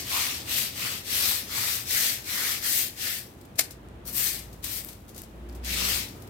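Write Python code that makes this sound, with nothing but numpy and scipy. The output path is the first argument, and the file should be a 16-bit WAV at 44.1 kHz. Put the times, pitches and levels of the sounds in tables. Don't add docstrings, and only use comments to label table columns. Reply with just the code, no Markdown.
import sys
import numpy as np
from scipy import signal
from scipy.fft import rfft, irfft, next_fast_len
from scipy.io import wavfile
from scipy.ndimage import uniform_filter1d

SR = 44100
rng = np.random.default_rng(int(sys.argv[2]) if len(sys.argv) > 2 else 0)


def master_out(mix):
    frames = np.transpose(np.atleast_2d(mix))
    ceiling = np.clip(frames, -1, 1)
    pcm = np.round(ceiling * 32767).astype(np.int16)
    wavfile.write(sys.argv[1], SR, pcm)


N = 277477
TIME = np.arange(N) / SR
EDGE_HZ = 16000


def gain_of(db):
    return 10 ** (np.asarray(db) / 20)


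def evened(x):
    return x / np.sqrt(np.mean(x ** 2) + 1e-20)


def read(points, hz):
    f, value = np.transpose(points)
    return np.interp(np.log(hz + 1), np.log(f + 1), value)


def follow(rows):
    s, *columns = np.transpose(rows)
    return [np.interp(TIME, s, column) for column in columns]


def filtered(x, gain):
    size = next_fast_len(N + 4096)
    spectrum = rfft(x, size)
    return irfft(spectrum * gain(np.fft.rfftfreq(size, 1 / SR)), size)[..., :N]


def coloured(x, points):
    even_hz = np.linspace(0, EDGE_HZ, 2 ** 10)
    power = np.mean(gain_of(read(points, even_hz)) ** 2)
    shaped = filtered(x, lambda hz: gain_of(read(points, hz)) * (hz < EDGE_HZ))
    return shaped / np.sqrt(power * 2 * EDGE_HZ / SR)


def wander(hz):
    return evened(filtered(rng.standard_normal(N), lambda f: 1 / (1 + (f / hz) ** 4)))


def resonate(x, hz, width):
    turn = np.exp(2j * np.pi * np.cumsum(hz * np.ones(N)) / SR)
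    r = np.exp(-np.pi * width / SR)
    return (turn * signal.lfilter([(1 - r) ** 2], [1, -2 * r, r * r], x / turn)).real


def slips(per_s, spread_db):
    size = gain_of(spread_db * np.minimum(rng.exponential(1, N), 4))
    happens = rng.random(N) < per_s / SR
    return evened(size * happens * rng.standard_normal((2, N)))


def pops(per_s, spread_db, low_hz, high_hz, cycles, count=24):
    t, out = np.arange(2 ** 9) / SR, 0
    for hz in np.geomspace(low_hz, min(high_hz, EDGE_HZ), count):
        ring = evened(np.sin(2 * np.pi * hz * t) * np.exp(-t * hz / cycles))
        hits = slips(per_s / count, spread_db)
        out = out + signal.oaconvolve(hits, ring[None], axes=1)[:, :N]
    return evened(out)


def drifting(x, patchy_db):
    z = signal.stft(x, nperseg=512)[2]
    patches = rng.standard_normal(z.shape[1:])
    patches = uniform_filter1d(patches, size=6, axis=0)
    patches = evened(uniform_filter1d(patches, size=9, axis=1))
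    return evened(signal.istft(z * gain_of(patchy_db * patches), nperseg=512)[1][:, :N])


def burst(s, db, rise, fall):
    distance = np.maximum((s - TIME) / rise, (TIME - s) / fall)
    return gain_of(db) * np.exp(-distance.clip(0, 40))


# (frequency [Hz], relative level [dB])
TOWN_COLOUR = [(20, -34.5), (40, -13.5), (58, -7), (80, 0.5), (128, -1.5), (158, -9.5), (195, -5),
               (320, -7), (450, -11.5), (750, -15.5), (1300, -21.5), (3500, -30.5), (4800, -39.5),
               (16000, -48.5)]
# (frequency [Hz], likeness [0-1])
TOWN_LIKENESS = [(60, 0.99), (130, 0.95), (280, 0.87), (500, 0.58), (800, 0), (16000, 0)]
# (time [s], added level [dB])
TOWN_SWELL_CURVE = [(0, 4.5), (1.5, 3), (2.5, 1.5), (3.4, 1), (4.1, 3.5), (5.1, 1.5), (5.8, 8), (6.29, 5)]
TOWN_BASE_DB = -49.5


def town():
    left, other = rng.standard_normal((2, N))
    same = lambda hz: np.clip(read(TOWN_LIKENESS, hz), 0, 1)
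    right = filtered(left, same) + filtered(other, lambda hz: np.sqrt(1 - same(hz) ** 2))
    rumble = evened(coloured(np.array([left, right]), TOWN_COLOUR))
    lumps_db = 0.7 * wander(hz=6)
    return gain_of(TOWN_BASE_DB + follow(TOWN_SWELL_CURVE)[0] + lumps_db) * rumble


# (time [s], firing rate [Hz], level [dB])
ENGINE_COURSE = [(0, 57.9, -68), (3.65, 56.06, -62), (3.85, 56.45, -50), (4.05, 57.26, -47),
                 (4.3, 53.45, -51), (4.6, 56.6, -49), (4.95, 54.24, -56.5), (5.27, 55.4, -57),
                 (5.45, 58.14, -40), (5.65, 60.64, -38), (5.9, 60.9, -40), (6.1, 58, -49),
                 (6.29, 55.66, -61)]
# (multiple of the firing rate, relative level [dB])
EXHAUST_TONES = [(1, 1.5), (2, -18), (3, -10.5), (4, -20), (5, -21), (6, -17.5)]


def engine():
    hz, db = follow(ENGINE_COURSE)
    turns = np.cumsum(hz * (1 + 0.0063 * wander(hz=14.2))) / SR
    drone = 0
    for multiple, tone_db in EXHAUST_TONES:
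        flutter = 1 + 0.15 * multiple * wander(hz=3.3)
        tone = np.sin(2 * np.pi * (multiple * turns + rng.random()))
        drone = drone + gain_of(tone_db) * flutter * tone
    return gain_of(db) * evened(drone)


# (frequency [Hz], time to fall by 60 dB [s])
TERRACE_DECAY = [(200, 0.43), (1500, 0.46), (5000, 0.22), (15000, 0.086)]


def terrace(x, wet_db):
    t = np.arange(SR // 2) / SR
    taps = rng.standard_normal((2, len(t))) * (1 - np.exp(-t / 0.014))
    hz, at, z = signal.stft(taps, SR, nperseg=256)
    fade_db = -60 * at / read(TERRACE_DECAY, hz)[:, None]
    tail = signal.istft(z * gain_of(fade_db), SR, nperseg=256)[1]
    echoes = signal.fftconvolve(x, tail / np.linalg.norm(tail[0]), axes=1)[:, :N]
    return x + gain_of(wet_db) * echoes


# (frequency [Hz], left minus right [dB])
LEAN_COLOUR = [(300, -3.5), (1200, -4), (2400, 0.5), (4400, 2), (8000, 5.5), (10500, 2), (13000, 8)]
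# (time [s], added left minus right [dB])
LEAN_TURN = [(0, 1), (1, 2.3), (2, 2), (2.8, 2.5), (4.3, 3.5), (4.8, 3.2), (5.8, 3)]


def from_left(x):
    side = np.array([[1], [-1]]) / 2
    gains = lambda hz: gain_of(side * read(LEAN_COLOUR, hz))
    shaded = filtered(x, lambda hz: gains(hz) / np.sqrt(np.mean(gains(hz) ** 2, axis=0)))
    return shaded * gain_of(side * follow(LEAN_TURN)[0])


# (time [s], level before echo and lean [dB], pitch [Hz], ring time [s])
SHARP_DROPS = [(3.709, -31, 14000, .0003), (3.887, -36, 9050, .0001), (4.848, -17, 13700, 0.00025),
               (5.18, -24, 11000, 0.00021), (5.219, -18, 12340, 0.00013), (5.497, -39, 4700, 0.0006)]


def drops():
    out = np.zeros((2, N))
    for s, db, hz, ring in SHARP_DROPS:
        age = np.maximum(TIME - s, 0)
        out += gain_of(db) * np.sin(2 * np.pi * hz * age) * np.exp(-np.minimum(age / ring, 20))
    return out


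# (time [s], relative level [dB], fall [s])
SPLAT_EVENTS = [(2.222, -41, .003), (2.243, -40, .0047), (3.413, -48, .0069), (3.453, -47, 0.0038),
                (3.557, -47, .018), (3.708, -37.5, 0.012), (4.054, -45, .0055), (4.392, -35, .005),
                (4.530, -46, 0.013), (4.643, -27, 0.011), (4.887, -37, .01), (4.931, -42, .0032),
                (5.082, -50, .01), (5.091, -47.5, .018), (5.147, -45, .011), (5.163, -41.5, .009),
                (5.179, -41, 0.029), (5.235, -44.5, 0.0071), (5.490, -50, .012), (5.526, -53, .01),
                (5.550, -48.5, .02), (5.647, -35, .012), (6.222, -45, .009), (6.276, -46, .003)]
# (frequency [Hz], relative level [dB])
SPLAT_SPECTRUM = [(300, -21), (1200, -19), (2200, -14), (4000, -7.5), (7000, -7.5), (10000, -8),
                  (13000, -5.5), (16000, -10)]
SETTLE_DB, SETTLE_S, STILL_DB = -22.5, 0.16, -79.5


def splats(stirring):
    level = sum(burst(s, db, 0.0015, fall) for s, db, fall in SPLAT_EVENTS)
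    spatter = gain_of(-2.0) * level * slips(per_s=22000, spread_db=1.5)
    keep = np.exp(-1 / (SETTLE_S * SR))
    stirred = stirring + gain_of(10.5) * level
    settling = gain_of(SETTLE_DB) * signal.lfilter([1 - keep], [1, -keep], stirred)
    crackle = (gain_of(STILL_DB) + settling) * slips(per_s=3500, spread_db=0.5)
    return coloured(spatter + crackle, SPLAT_SPECTRUM)


# (time [s], relative level [dB], rise [s], fall [s])
SLAP_PARTS = [(3.5943, -12, .0038, .004), (3.609, -24.5, .005, .01), (3.641, -40.5, .014, .032)]
# (frequency [Hz], relative level [dB])
SLAP_SPECTRUM = [(100, -22), (250, -7), (480, -10.5), (700, -4), (950, -19), (1400, -10.5), (2300, -2.5),
                 (3300, -9), (4400, -2.5), (6600, -5.5), (8400, -4), (15000, -6), (16000, -34)]


def slap():
    level = sum(burst(*row) for row in SLAP_PARTS)
    return coloured(level * slips(per_s=42000, spread_db=0.0), SLAP_SPECTRUM)


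# (time [s], relative level [dB], pitch [Hz], width [Hz], half length [s])
SQUELCH_EVENTS = [(0.171, -35.5, 1100, 420, 0.031), (.86, -43, 1310, 700, .018),
                  (1.25, -31, 4640, 3500, 0.026), (1.968, -32, 2030, 450, .015),
                  (2.437, -40.5, 1600, 500, .04), (2.662, -40, 1760, 700, .025),
                  (3.075, -41, 1950, 600, .025)]


def squelches():
    tearing = slips(per_s=6000, spread_db=1.0)
    out = 0
    for s, db, hz, width, length in SQUELCH_EVENTS:
        swell = np.exp(-np.minimum(((TIME - s) / length) ** 2 / 2, 20))
        out = out + gain_of(db) * swell * evened(resonate(tearing, hz, width))
    return out


EDGE_DB, PRESS_SHAPE, LIFT_SHAPE = -15.5, 2.16, 2.12
TOUCH_DB_PER_S, TRAIL_DB_PER_S = 430, 190
SLOWING_DB, DULLING_DB = 4, 6
SWISH_DRAIN_DB, GURGLE_DRAIN_DB = 13.5, 12.5


def stroke(start, press, hold, lift, db, fizz_db, fastest,
           swish_hz, swish_db, gurgle_hz, gurgle_db, wettest):
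    age, length = TIME - start, press + hold + lift
    pressing = np.clip(1 - age / press, 0, 3)
    lifting = np.clip((age - press - hold) / lift, 0, 1)
    sag_db = EDGE_DB * (pressing ** PRESS_SHAPE + lifting ** LIFT_SHAPE)
    before, after = np.maximum(-age, 0), np.maximum(age - length, 0)
    off_floor_db = TOUCH_DB_PER_S * before + TRAIL_DB_PER_S * after
    along = np.clip(age / length, 0, 1)
    slower, drier = abs(along - fastest), abs(along - wettest)
    return (gain_of(db + sag_db - off_floor_db - SLOWING_DB * slower),
            fizz_db - DULLING_DB * slower,
            np.full(N, swish_hz), swish_db - SWISH_DRAIN_DB * drier,
            np.full(N, gurgle_hz), gurgle_db - GURGLE_DRAIN_DB * drier)


# (landing [s], press [s], hold [s], lift [s], relative level [dB], fizz share [dB],
#   fastest moment [0-1 of the stroke], swish pitch [Hz], relative swish [dB],
#   gurgle pitch [Hz], relative gurgle [dB], wettest spot [0-1 of the stroke])
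BROOM_STROKES = [ (-.207, 0.084, .047, .142, -28, -9, .53, 2400, -6, 1050, -11, .37),
                 (.05, .103, .05, .255, -28, -6.7, .28, 2620, -3, 1080, -7, .32),
                 (0.458, .09, .027, .159, -28, -4.5, 0.48, 2870, 1, 1250, -11, 0),
                 (0.726, 0.088, 0.097, .131, -32.5, -7, 0.44, 2520, -1.5, 1211, -7, 0.39),
                 (1.049, 0.12, 0.098, .18, -25.5, -4.5, 0.58, 2360, -21, 1180, -12, 0.67),
                 (1.473, 0.12, 0.071, .181, -27.5, -4.5, .78, 1980, -8.5, 1234, -6, 0.17),
                 (1.861, .098, .105, .135, -25, -4, .35, 2070, -12, 1450, -18, .33),
                 (2.243, .078, .17, .128, -29, -5, .7, 2020, -3, 1320, -9, .43),
                 (2.611, 0.061, 0.11, 0.12, -26.5, -2, 0.6, 1980, -9.5, 1347, -19, 0),
                 (2.966, .078, .012, .165, -28.8, -4, .85, 1920, -7, 1350, -18, .46),
                 (4.054, .026, .005, 0.058, -38.5, -.5, 0.25, 2000, -13, 1250, -13, .5),
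                 (4.127, 0.081, 0.041, 0.16, -27, 0, 0, 2040, -15, 1250, -16, 0.3),
                 (4.627, 0.022, 0.12, 0.068, -35.5, -1.5, 0.67, 2230, -18, 1230, -12.5, .16),
                 (4.792, .058, .032, .098, -49.5, -.5, .4, 2230, -9, 1240, -9, .5),
                 (5.639, 0.049, 0.045, 0.071, -31.5, -9, .63, 2480, -3, 1170, -24, .58),
                 (5.715, .087, .09, .175, -26, -8, .8, 2454, -7.5, 1150, -9, 0.28)]


def sweeping():
    power, colour = 1e-20, 0
    for row in BROOM_STROKES:
        level, *controls = stroke(*row)
        power = power + level ** 2
        colour = colour + level ** 2 * np.array(controls)
    return np.sqrt(power), *(colour / power)


# (frequency [Hz], relative level [dB])
SCRATCH_COLOUR = [(250, -22), (450, -10.5), (700, -11.5), (1000, -17), (1400, -13), (1800, -3),
                  (3000, -1.5), (4500, 0.5), (5600, -1.5), (7200, -4.5), (8400, -2.5), (10300, -7),
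                  (11800, -1.5), (15000, -3.5), (16000, -12)]


def broom(level, fizz_db, swish_hz, swish_db, gurgle_hz, gurgle_db):
    clumps = gain_of(0.49 * wander(hz=35) + 0.25 * wander(hz=260))
    grit = coloured(slips(per_s=22000, spread_db=-0.5), SCRATCH_COLOUR)
    flicks = pops(per_s=900, spread_db=1.0, low_hz=2450, high_hz=14500, cycles=2.1)
    scratch = drifting(grit + gain_of(-14.5) * flicks, patchy_db=1.43)
    fizz = filtered(scratch, lambda hz: 1 / (1 + (8500 / (hz + 1)) ** 4))
    share = np.clip(gain_of(fizz_db) ** 2, 0.03, 0.8)
    rasping = gain_of(2.5) * np.sqrt(1 - share) * evened(scratch - fizz)
    fizzing = gain_of(6.5) * np.sqrt(share) * evened(fizz)
    scatter = 0.57 * np.log(np.maximum(swish_hz / 2000, 1)) * wander(hz=507)
    swish_pitch = swish_hz * np.exp(scatter + 0.075 * wander(hz=24))
    swish = evened(resonate(slips(per_s=4000, spread_db=0.5), swish_pitch, width=480))
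    gurgle_pitch = gurgle_hz * (1 + 0.067 * wander(hz=22))
    gurgle = evened(resonate(slips(per_s=2500, spread_db=2), gurgle_pitch, width=770))
    slurry = gain_of(swish_db) * swish + gain_of(gurgle_db) * gurgle
    slurry = filtered(slurry, lambda hz: 1 / (1 + (650 / (hz + 1)) ** 4))
    return gain_of(-3.5) * level * clumps * (rasping + fizzing + slurry)


def scene():
    level, *colour = sweeping()
    strike = terrace(slap(), wet_db=-22)
    strokes = terrace(broom(level, *colour) + squelches(), wet_db=-16.0)
    specks = terrace(splats(level) + drops(), wet_db=-8.5)
    return town() + engine() + from_left(strokes + strike + specks)


def record(dry):
    low_pass = signal.firwin(511, EDGE_HZ, window=("kaiser", 9), fs=SR)
    return signal.oaconvolve(dry, low_pass[None], "same")


dry = scene()
out = record(dry)
master_out(out)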